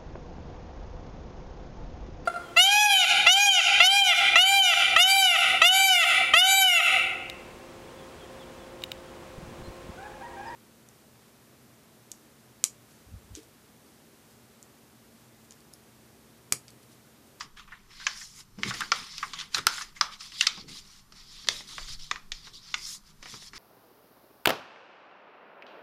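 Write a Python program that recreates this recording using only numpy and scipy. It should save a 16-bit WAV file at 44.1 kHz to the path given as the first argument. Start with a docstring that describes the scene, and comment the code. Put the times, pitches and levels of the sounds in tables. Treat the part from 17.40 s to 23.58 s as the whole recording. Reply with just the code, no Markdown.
"""A sheet of paper snaps as hands fold and crease it, close to a small camera microphone in a quiet room.
Each buckling releases elastic energy in a burst of slips that cracks and rings a panel of the sheet,
and the room answers with a short tail. Friction of fingers and layers adds a fine hiss. The sheet lies
on a table at first and is later held in the air, where the fingers damp it. Hands bump and knock the
table and the microphone stand sways, over a faint room rumble."""
import sys
import numpy as np
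from scipy import signal
from scipy.io import wavfile
from scipy.ndimage import uniform_filter1d

SR = 44100
rng = np.random.default_rng(int(sys.argv[2]) if len(sys.argv) > 2 else 0)


def int16_out(signal):
    """Quantize to a 16-bit WAV file."""
    q = np.round(np.clip(np.atleast_2d(signal).T, -1, 1) * 32767)
    wavfile.write(sys.argv[1], SR, q.astype(np.int16))


N = 272538
LIFT_S, LIFTED_DB = 3.6, -5.5  # from this time the sheet is held in the air and its panels settle quieter
PANEL_CARRY = 0.79  # share of the panel's dB that carries into the settling

# Buckling snaps. Each row: start in seconds, level in dB, crack centre in Hz, panel ring in dB,
# panel pitch in Hz, top fizz in dB, table push in dB. Ring, fizz and push are relative to the level.
SNAPS = [(0.0074, -24, 4760, -1, 1140, -35, -50), (0.17, -41, 2840, -1, 1720, -17, -17),
         (0.195, -37.5, 3040, -0.5, 1220, -22, -31), (0.277, -49.5, 2420, 6.5, 1160, -16, -9),
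         (0.3195, -46.5, 2480, 13.5, 1800, -24, -27), (0.6002, -37, 4460, -1, 1440, -40, -24),
         (0.613, -35, 3180, -2, 1620, -32, -37), (0.667, -9.5, 2250, -4.5, 1580, -46, -41),
         (0.8122, -34.5, 5570, -1.5, 1900, -20, -37), (1.0054, -38.5, 5260, -12, 2150, -17, -32),
         (1.1865, -40.5, 5200, -0.5, 1120, -18, -5), (1.233, -12, 2570, -1.5, 2160, -52, -28),
         (1.3081, -28, 2650, 8, 1440, -27, -8), (1.3389, -23.5, 5530, -4, 1900, -31, -16.5),
         (1.4062, -19.5, 3660, -0.5, 1194, -5, -42), (1.4185, -30.5, 3860, 13, 1510, -31, -14),
         (1.5182, -5.5, 4880, -3.5, 1286, -33, -24), (1.7809, -19.5, 5150, -20.5, 1430, -16, -42),
         (1.828, -31.5, 4860, 13.5, 1140, -20, -43), (1.934, -22, 3340, -7.5, 1130, -30, -34),
         (1.989, -25, 3370, -10, 1950, -20, -38), (2, -23, 3530, -18, 2050, -35, -44),
         (2.01, -24, 3330, -11, 1460, -31, -44), (2.1458, -7.5, 4100, -13, 1780, -21, -51),
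         (2.1676, -26, 3550, 2, 1360, -19, -12), (2.1815, -20.5, 3900, -1, 1270, -4.5, -18),
         (2.2684, 1, 5500, -8.5, 1404, -18, -30), (2.3799, -26.5, 5050, 0, 1300, -21, -42),
         (2.411, -26, 5000, -1, 1260, -16, -50), (2.42, -21, 5740, -11, 1800, -15, -46),
         (2.564, -41, 5050, 2, 2120, -22, -38), (2.611, -2, 4860, -7, 1186, -34, -56),
         (2.8062, -27.5, 5140, -13.5, 1280, -28, -46), (2.9195, -31.5, 2870, -12, 2000, -21, -47),
         (3.0094, -3, 2870, -15.5, 2090, -17, -63), (3.0247, -18, 4130, -9, 1750, -14, -44),
         (3.0324, -35, 2940, 7, 1850, -4, -39), (3.0677, -9, 5140, -6.5, 2250, -21, -33),
         (3.0696, -2, 4700, -19, 1300, -20.5, -44.5), (3.1744, -34.5, 5070, -3.5, 1140, -28, -6),
         (3.2823, -43.5, 4160, -3, 2090, -35, -10), (3.722, -38.5, 4750, -6.5, 1280, -18, -13),
         (4.046, -35, 5420, -9.5, 2100, -28, -22), (4.071, -26, 4210, -8, 1880, -20.5, -23),
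         (4.0865, -1, 4520, -12, 2100, -30, -27), (4.2053, -37.5, 3310, 2.5, 1960, -22, -2),
         (4.3806, -27, 3250, 3, 1140, -34, -13), (4.4832, -38, 3810, -3, 2000, -19, -19),
         (4.712, -15, 3530, 0.5, 1190, -23.5, -22), (4.7589, -27, 3380, 3, 1210, -39, -24),
         (4.9188, -16, 3640, -12, 1870, -25, -31), (5.07, -34.5, 3300, -4.5, 1083, -42, -17.5),
         (5.3415, -13.5, 3480, -2, 2160, -37, -63), (5.827, -34, 5200, -3, 1920, -21, -11),
         (5.8566, -36.5, 2900, 2, 1800, -25, -6.5), (5.9397, -33.5, 5170, 0, 900, -28, -12),
         (6.0236, -42, 4910, 0, 1770, -21, -6.5), (6.1332, -37.5, 4510, 3.5, 1220, -21, -14)]


def buckling_snaps():
    """Snap-through buckling: a crease gives way in slips that crack, ring a panel and push the table."""
    direct, sends = np.zeros(N), np.zeros((3, N))
    ms, rise_ms = np.arange(1500) / SR * 1000, 0.694
    past_peak_ms = np.maximum(ms - rise_ms, 0)
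    attack = np.minimum(ms / rise_ms, 1) ** 2
    flip = 2 * np.exp(-((ms - rise_ms) / 0.053) ** 2)  # the fold flips at the top of the burst
    shape = len(SNAPS), len(ms)
    slips = rng.standard_normal(shape) * gain_of(4.6 * rng.standard_normal(shape))
    hum_t = np.arange(8000) / SR
    shivers = rng.standard_normal((len(SNAPS), len(hum_t))) * np.exp(-hum_t / 0.053)
    for k, (start, db, crack_hz, panel_db, panel_hz, fizz_db, push_db) in enumerate(SNAPS):
        lifted = start > LIFT_S
        decay_scale, ring_share, room_db = (0.62, 0.33, -22) if lifted else (1, 0.51, -23.5)
        # a harder snap is shorter and sharper; faint ones crackle longer
        decay_ms = max(2.11 - 0.29 * db, .5) * decay_scale
        burst = slips[k] * attack * np.exp(-past_peak_ms / decay_ms) + flip
        treble_fade = np.exp(-past_peak_ms / 35)
        treble = band(band(burst * treble_fade, 2280, 7140), 2280, 7140)
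        crack = 0.32 * ring(treble, crack_hz, width_hz=540) + 0.51 * treble
        sheet = band(burst, 1000, 2266)
        panel = ring_share * ring(sheet, panel_hz, width_hz=140) + (1 - ring_share) * sheet
        flash = burst * np.exp(-abs(ms - rise_ms) / .8)
        fizz = gain_of(fizz_db) * band(flash, 7300, 12000)
        bite = gain_of(-14 + 6.3 * db) * band(flash, 7300, 16000)  # heard only in the hardest snaps
        push = gain_of(push_db) * band(burst, 176, 1190)
        fringe = fizz + bite + push
        add(direct, start - .0004, gain_of(db) * (crack + gain_of(panel_db) * panel + fringe))
        # the struck panel hums on while the sheet settles
        hum_db = db + PANEL_CARRY * panel_db - 20 + LIFTED_DB * lifted
        add(direct, start, gain_of(hum_db) * ring(shivers[k], panel_hz, width_hz=215))
        # the room blurs the rings, and each spot of the sheet meets other echoes
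        add(sends[k % 3], start, gain_of(db + room_db) * (treble + gain_of(panel_db) * sheet + fringe))
    return direct + sum(signal.oaconvolve(send, room_response())[:N] for send in sends)


# Spectra of friction hiss, sheet body and dry fizz. Each row: frequency in Hz, relative density in dB.
HISS_SPECTRUM = [(1060, -81), (1800, -18), (1960, 0), (2640, -1.5), (3260, 4.5), (4120, 1), (5250, 4.5),
                 (5970, 0), (9000, -18.5), (11700, -37.5), (19800, -120)]
BODY_SPECTRUM = [(290, -50), (500, -44.5), (938, -8), (1250, -1.5), (1490, -9.5), (2040, -1.5),
                 (2360, -4.5), (3200, -6), (4160, -11), (7040, -120)]
FIZZ_SPECTRUM = [(3820, -52), (6500, 10), (8400, 1.5), (9800, 2.5), (11500, -7.5), (13000, -6.5),
                 (14000, -9.5), (14600, -4.5)]
# Strokes of fingers and layers. Each row: time of reaching full level, hold, 20 dB rise and 20 dB fall
# in seconds, levels of hiss, body and fizz in dB, hiss centre in Hz.
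STROKES = [(0.0, 0.031, .01, 0.04, -49, -53, -55.5, 5030),
           (0.175, 0.024, 0.013, 0.071, -56, -53, -64.5, 3580),
           (0.313, 0.035, 0.036, 0.14, -70, -57, -73, 4090), (0.514, .08, 0.043, .1, -58, -58, -66, 4880),
           (0.63, 0.16, 0.12, 0.1, -47.5, -54, -59, 4100), (0.779, .06, 0.082, 0.16, -48.5, -77, -51, 5780),
           (0.983, 0.022, 0.088, 0.032, -51, -58, -49.5, 5230),
           (1.282, 0.022, 0.069, 0.021, -37.5, -41.5, -44.5, 4560),
           (1.351, 0.048, 0.093, 0.17, -44, -46.5, -48.5, 4430),
           (1.552, 0.037, 0.054, 0.23, -43.5, -46.5, -51, 4400),
           (1.748, 0.082, 0.24, 0.14, -45.5, -55, -60, 4730),
           (1.81, 0.066, 0.057, 0.22, -64, -70, -55, 4900),
           (1.991, 0.029, .12, 0.07, -43.5, -46.5, -54.5, 3430),
           (2.151, 0.017, .03, 0.058, -36, -42, -41, 4340),
           (2.324, 0.079, 0.049, 0.092, -42.5, -47, -46, 4600),
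           (2.561, 0.017, 0.016, 0.05, -55, -55, -60, 4630),
           (2.724, 0.018, 0.03, 0.043, -46, -49.5, -58, 3930),
           (2.805, 0.059, 0.024, 0.11, -46.5, -55.5, -55.5, 5020),
           (2.942, 0.028, .04, 0.039, -46, -56, -56, 4100),
           (2.997, 0.026, 0.045, 0.09, -37, -70, -45.5, 4040),
           (3.149, 0.062, .1, 0.055, -48, -63, -66, 4080), (3.285, .03, .01, 0.04, -47, -55, -54, 4460),
           (3.35, 0.042, 0.073, 0.045, -45.5, -56.5, -53, 4240),
           (3.458, .14, 0.11, 0.052, -57, -64.5, -63.5, 4600),
           (3.763, 0.05, 0.037, 0.13, -53.5, -60, -65, 4700),
           (3.943, 0.098, 0.19, 0.047, -48.5, -60.5, -60.5, 3990),
           (4.114, 0.073, 0.064, 0.1, -42, -54, -50, 4200),
           (4.294, 0.022, 0.061, 0.36, -44.5, -54.5, -52, 4020),
           (4.385, .06, 0.058, 0.077, -50, -55.5, -59, 4000),
           (4.484, 0.059, .04, 0.029, -42, -55, -52, 4460),
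           (4.595, 0.058, 0.0074, 0.14, -47.5, -62, -59.5, 4140),
           (4.936, 0.024, 0.007, 0.15, -50, -63, -63.5, 4300),
           (5.051, 0.023, .05, 0.072, -49, -58.5, -60.5, 4300),
           (5.136, 0.04, 0.009, 0.03, -48, -76, -60, 4040),
           (5.277, 0.037, 0.14, 0.13, -49, -59.5, -66, 4500),
           (5.434, 0.029, 0.17, 0.12, -44.5, -66, -67, 5400),
           (5.487, 0.066, 0.16, 0.035, -43.5, -57, -43, 5070),
           (5.674, 0.037, 0.065, 0.028, -61.5, -67.5, -67, 4630),
           (5.832, 0.045, .01, .15, -51.5, -55, -63.5, 4350),
           (5.902, 0.055, 0.082, .12, -46.5, -56.5, -53, 4720),
           (6.025, .06, .06, 0.024, -49.5, -61, -56, 4760),
           (6.156, .04, 0.032, .1, -46.5, -50, -57.5, 4770)]


def sliding_friction():
    """Stick-slip friction: fibres catch and let go in every stroke and as each snap settles."""
    peak_s, hold_s, rise_s, fall_s, *stroke_levels, centre_hz = np.transpose(STROKES)
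    snap_s, snap_db, _, panel_db, *_ = np.transpose(SNAPS)
    body_db = snap_db + PANEL_CARRY * panel_db + LIFTED_DB * (snap_s > LIFT_S)
    settle_levels = snap_db - 31.5, body_db - 31, snap_db - 51  # hiss, body, fizz
    settle_rise_s, settle_fall_s = 0.0027, 0.069

    def hiss_db(hz, t):
        """A spectral peak moves with the strokes; in the air the hiss loses its lower part."""
        peak = 12.2 * np.exp(-(np.log((hz + 1) / np.interp(t, peak_s, centre_hz)) / 0.47) ** 2)
        low_cut = -7 * (t > LIFT_S) / (1 + (hz / 3050) ** 10)
        return curve_at(HISS_SPECTRUM, hz) + peak + low_cut

    hiss = shaped_noise(hiss_db, size=512, patchy_db=2.5)
    body = shaped_noise(lambda hz, t: curve_at(BODY_SPECTRUM, hz), size=256, patchy_db=2.6)
    fizz = shaped_noise(lambda hz, t: curve_at(FIZZ_SPECTRUM, hz), size=256, patchy_db=2.5)
    catches = uniform_filter1d(rng.exponential(1, N) ** 2 - 2, size=150)
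    roughness = unit_rms(gain_of(0.86 * unit_rms(catches)))
    rub = np.zeros(N)
    for layer, stroke_db, settle_db in zip([hiss, body, fizz], stroke_levels, settle_levels):
        stroking = swells(peak_s, rise_s, fall_s, stroke_db, hold_s)
        settling = swells(snap_s + settle_rise_s, settle_rise_s, settle_fall_s, settle_db)
        rub += layer * np.hypot(stroking, settling)
    return rub * roughness


# Fingertips knocking the table. Each row: start in seconds, level in dB, pitch in Hz, T60 in seconds.
KNOCKS = [(1.179, -33, 204, 0.13), (1.237, -36, 117, 0.15), (1.257, -26.5, 194.2, 0.17),
          (1.278, -31.5, 122, 0.18), (2.185, -26, 398, 0.036), (2.268, -50, 119, 0.032),
          (3.176, -36.5, 188, 0.078), (4.086, -30.5, 355, 0.043)]


def fingertip_knocks():
    """Damped free vibration: each knock rings one low mode of the board."""
    out, t = np.zeros(N), np.arange(6000) / SR
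    attack = 1 - np.exp(-t / 0.0067)
    for start, db, hz, t60 in KNOCKS:
        add(out, start, gain_of(db - 60 * t / t60) * np.sin(2 * np.pi * hz * t) * attack)
    return out


# Spectrum of a thud in the board. Each row: frequency in Hz, relative density in dB.
THUD_SPECTRUM = [(76, -8), (130, 11.5), (211, 12.5), (294, 5.5), (422, 7), (528, -6), (700, -44),
                 (910, -37), (1540, -120)]
# Hands bumping the table. Each row: peak time, 20 dB rise and 20 dB fall in seconds, thud and boom in dB.
BUMPS = [(0.05, 0.062, 0.064, -57, -69), (1.19, 0.019, 0.16, -44.5, -69), (1.27, 0.044, 0.055, -36, -54),
         (1.36, .1, 0.14, -48, -58), (1.63, .3, 0.05, -57, -68), (1.84, 0.088, 0.55, -64, -83),
         (2.19, 0.08, 0.074, -45, -71), (2.268, 0.0095, 0.017, -41.5, -47), (2.63, 0.06, 0.15, -68, -76),
         (3.19, .08, .4, -56.5, -79), (3.33, .4, 0.066, -54, -74), (4.08, 0.041, 0.17, -51.5, -55),
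         (4.39, 0.15, 0.051, -57.5, -72), (4.53, 0.18, 0.13, -63.5, -55.5), (4.72, 0.036, .06, -80, -75),
         (5.94, 0.023, 0.043, -49.5, -65.5), (6.16, .07, 0.18, -55, -59)]


def table_bumps():
    """Forced vibration: soft, slow contacts drive the board mainly at low frequencies."""
    peak_s, rise_s, fall_s, thud_db, boom_db = np.transpose(BUMPS)
    thud = shaped_noise(lambda hz, t: curve_at(THUD_SPECTRUM, hz), size=1024, patchy_db=2.5)
    boom = unit_rms(band(rng.standard_normal(N), 34.3, 146))
    thud *= np.hypot(resting_gain(-68.5), swells(peak_s, rise_s, fall_s, thud_db))
    boom *= np.hypot(resting_gain(-70), swells(peak_s, rise_s, fall_s, boom_db))
    return thud + boom


# Sways of the microphone stand. Each row: start in seconds, length in seconds, level in dB.
SWAYS = [(4.416, 0.218, -42), (4.818, 0.208, -49.5)]


def stand_sway():
    """Structure-borne noise: the swaying stand moves the microphone, mostly below the audible range."""
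    rumble = unit_rms(band(rng.standard_normal(N), 10.04, 25.7))
    swing, t = np.zeros(N), np.arange(N) / SR
    for start, length, db in SWAYS:
        outside_s = np.maximum(start - t, t - start - length).clip(0)
        swing += gain_of(db - 20 * outside_s / 0.021)
    return rumble * np.hypot(resting_gain(-60), swing)


# Decay of the room. Each row: frequency in Hz, T60 in seconds, relative level in dB.
ROOM_DECAY = [(497, 0.31, 12), (1300, 0.23, 0), (3620, 0.31, -0.5), (9100, 0.15, 2)]


def room_response():
    """Reverberation: sparse reflections of random sign decay exponentially, each band at its own rate."""
    taps = np.zeros(SR // 2)
    slots = np.arange(160, len(taps) - 12, 12)
    taps[slots + rng.integers(0, 12, len(slots))] = rng.choice([-1., 1.], len(slots))
    hz, t, spectra = signal.stft(taps, SR, nperseg=128)
    room = np.array(ROOM_DECAY)
    t60, start_db = curve_at(room[:, :2], hz[:, None]), curve_at(room[:, ::2], hz[:, None])
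    echoes = signal.istft(spectra * gain_of(start_db - 60 * t / t60), SR, nperseg=128)[1]
    return echoes / np.sqrt(SR / 3000)


# Spectrum of room rumble and microphone hiss. Each row: frequency in Hz, relative density in dB.
FLOOR_SPECTRUM = [(12, -11), (20, 1), (36, 17.5), (91, -13.5), (146, 9), (209, -24), (275, -52), (579, -11),
                  (1150, -1), (1650, -7.5), (2710, -12.5), (5410, -10), (8180, -15), (13400, -14),
                  (14600, -16)]
# Narrow bands in the rumble. Each row: centre in Hz, width in Hz, level in dB.
DRONE_BANDS = [(154.3, 4.36, -70.5), (201, 15, -70)]


def noise_floor():
    """Stationary noise: broad rumble and hiss, with narrow bands that waver as a drone."""
    drone = sum(gain_of(db) * unit_rms(ring(rng.standard_normal(N), hz, width_hz))
                for hz, width_hz, db in DRONE_BANDS)
    floor = shaped_noise(lambda hz, t: curve_at(FLOOR_SPECTRUM, hz), size=2048, patchy_db=.4)
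    return drone + gain_of(-63.5) * floor


def gain_of(db):
    return 10 ** (np.asarray(db) / 20)


def unit_rms(x):
    return x / np.sqrt(np.mean(x ** 2) + 1e-20)


def curve_at(points, hz):
    """Interpolation on a logarithmic frequency axis."""
    point_hz, values = np.transpose(points)
    return np.interp(np.log(hz + 1), np.log(point_hz + 1), values)


def add(mix, start_s, sound):
    part = mix[round(start_s * SR):][:len(sound)]
    part += sound[:len(part)]


def ring(x, hz, width_hz):
    """Two-pole resonance, scaled to a peak of 1."""
    radius = np.exp(-np.pi * width_hz / SR)
    y = signal.lfilter([1, 0, -1], [1, -2 * radius * np.cos(2 * np.pi * hz / SR), radius ** 2], x)
    return y / abs(y).max()


def band(x, lo_hz, hi_hz):
    """Band-pass filtering, scaled to a peak of 1."""
    y = signal.sosfilt(signal.butter(3, [lo_hz, hi_hz], "band", fs=SR, output="sos"), x)
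    return y / abs(y).max()


def low_pass(x, hz):
    return signal.oaconvolve(x, signal.firwin(511, hz, window=("kaiser", 9), fs=SR)[None], "same")


def shaped_noise(field_db, size, patchy_db):
    """Spectral shaping: noise of unit RMS follows field_db(Hz, s), with drifting patches."""
    hop = size // 4
    hz, t = np.fft.rfftfreq(size, 1 / SR)[:, None], np.arange(N // hop + 5) * hop / SR
    real, imag, patches = rng.standard_normal((len(t), len(hz), 3)).T
    patches = unit_rms(uniform_filter1d(uniform_filter1d(patches, size=5, axis=0), size=9, axis=1))
    spectra = (real + 1j * imag) * gain_of(field_db(hz, t) + patchy_db * patches)
    return unit_rms(signal.istft(spectra, nperseg=size, noverlap=size - hop)[1][:N])


def swells(peak_s, rise_s, fall_s, db, hold_s=0):
    """Incoherent addition: gain of swells that climb 20 dB in rise_s, hold and drop 20 dB in fall_s."""
    hop = 32
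    t = np.arange(0, N + 2 * hop, hop)[:, None] / SR - peak_s
    rising, falling = -t / np.maximum(rise_s, .003), (t - hold_s) / np.maximum(fall_s, .003)
    down_db = 20 * np.maximum(rising, falling).clip(0)
    gain = np.sqrt((gain_of(db - down_db) ** 2).sum(1))
    return np.interp(np.arange(N) / hop, np.arange(len(gain)), gain)


def resting_gain(db):
    """Random modulation: the resting table is never quite still, so the level wanders by 2 dB."""
    wander = uniform_filter1d(rng.standard_normal(N), size=round(0.1 * SR))
    return gain_of(db + 2 * unit_rms(wander))


def scene():
    """Superposition: all sources add, alike in both channels."""
    paper = buckling_snaps() + sliding_friction()
    return np.tile(paper + fingertip_knocks() + table_bumps() + stand_sway() + noise_floor(), (2, 1))


# Stereo spread of quiet sound. Each row: frequency in Hz, side signal relative to the middle in dB.
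STEREO_SPREAD = [(200, -46.5), (500, -33), (1300, -44), (2400, -53), (4400, -41), (6200, -9), (8100, -4.5),
                 (14000, -6)]


def record(dry):
    """Decorrelation and clipping: noise widens the treble, less when loud; the hardest snaps overload."""
    hz, _, spectra = signal.stft(dry[0], SR, nperseg=256)
    real, imag = rng.standard_normal((*spectra.T.shape, 2)).T
    magnitude = uniform_filter1d(abs(spectra), size=5, axis=0)
    share = gain_of(curve_at(STEREO_SPREAD, hz))[:, None] / (1 + magnitude / gain_of(-58.5)) ** 1.05
    side = signal.istft(magnitude * share * (real + 1j * imag), SR, nperseg=256)[1][:N]
    stereo = low_pass(dry + np.array([side, -side]), hz=14450)
    return low_pass(np.clip(stereo, -.93, .93), hz=16400)


dry = scene()
out = record(dry)
int16_out(out)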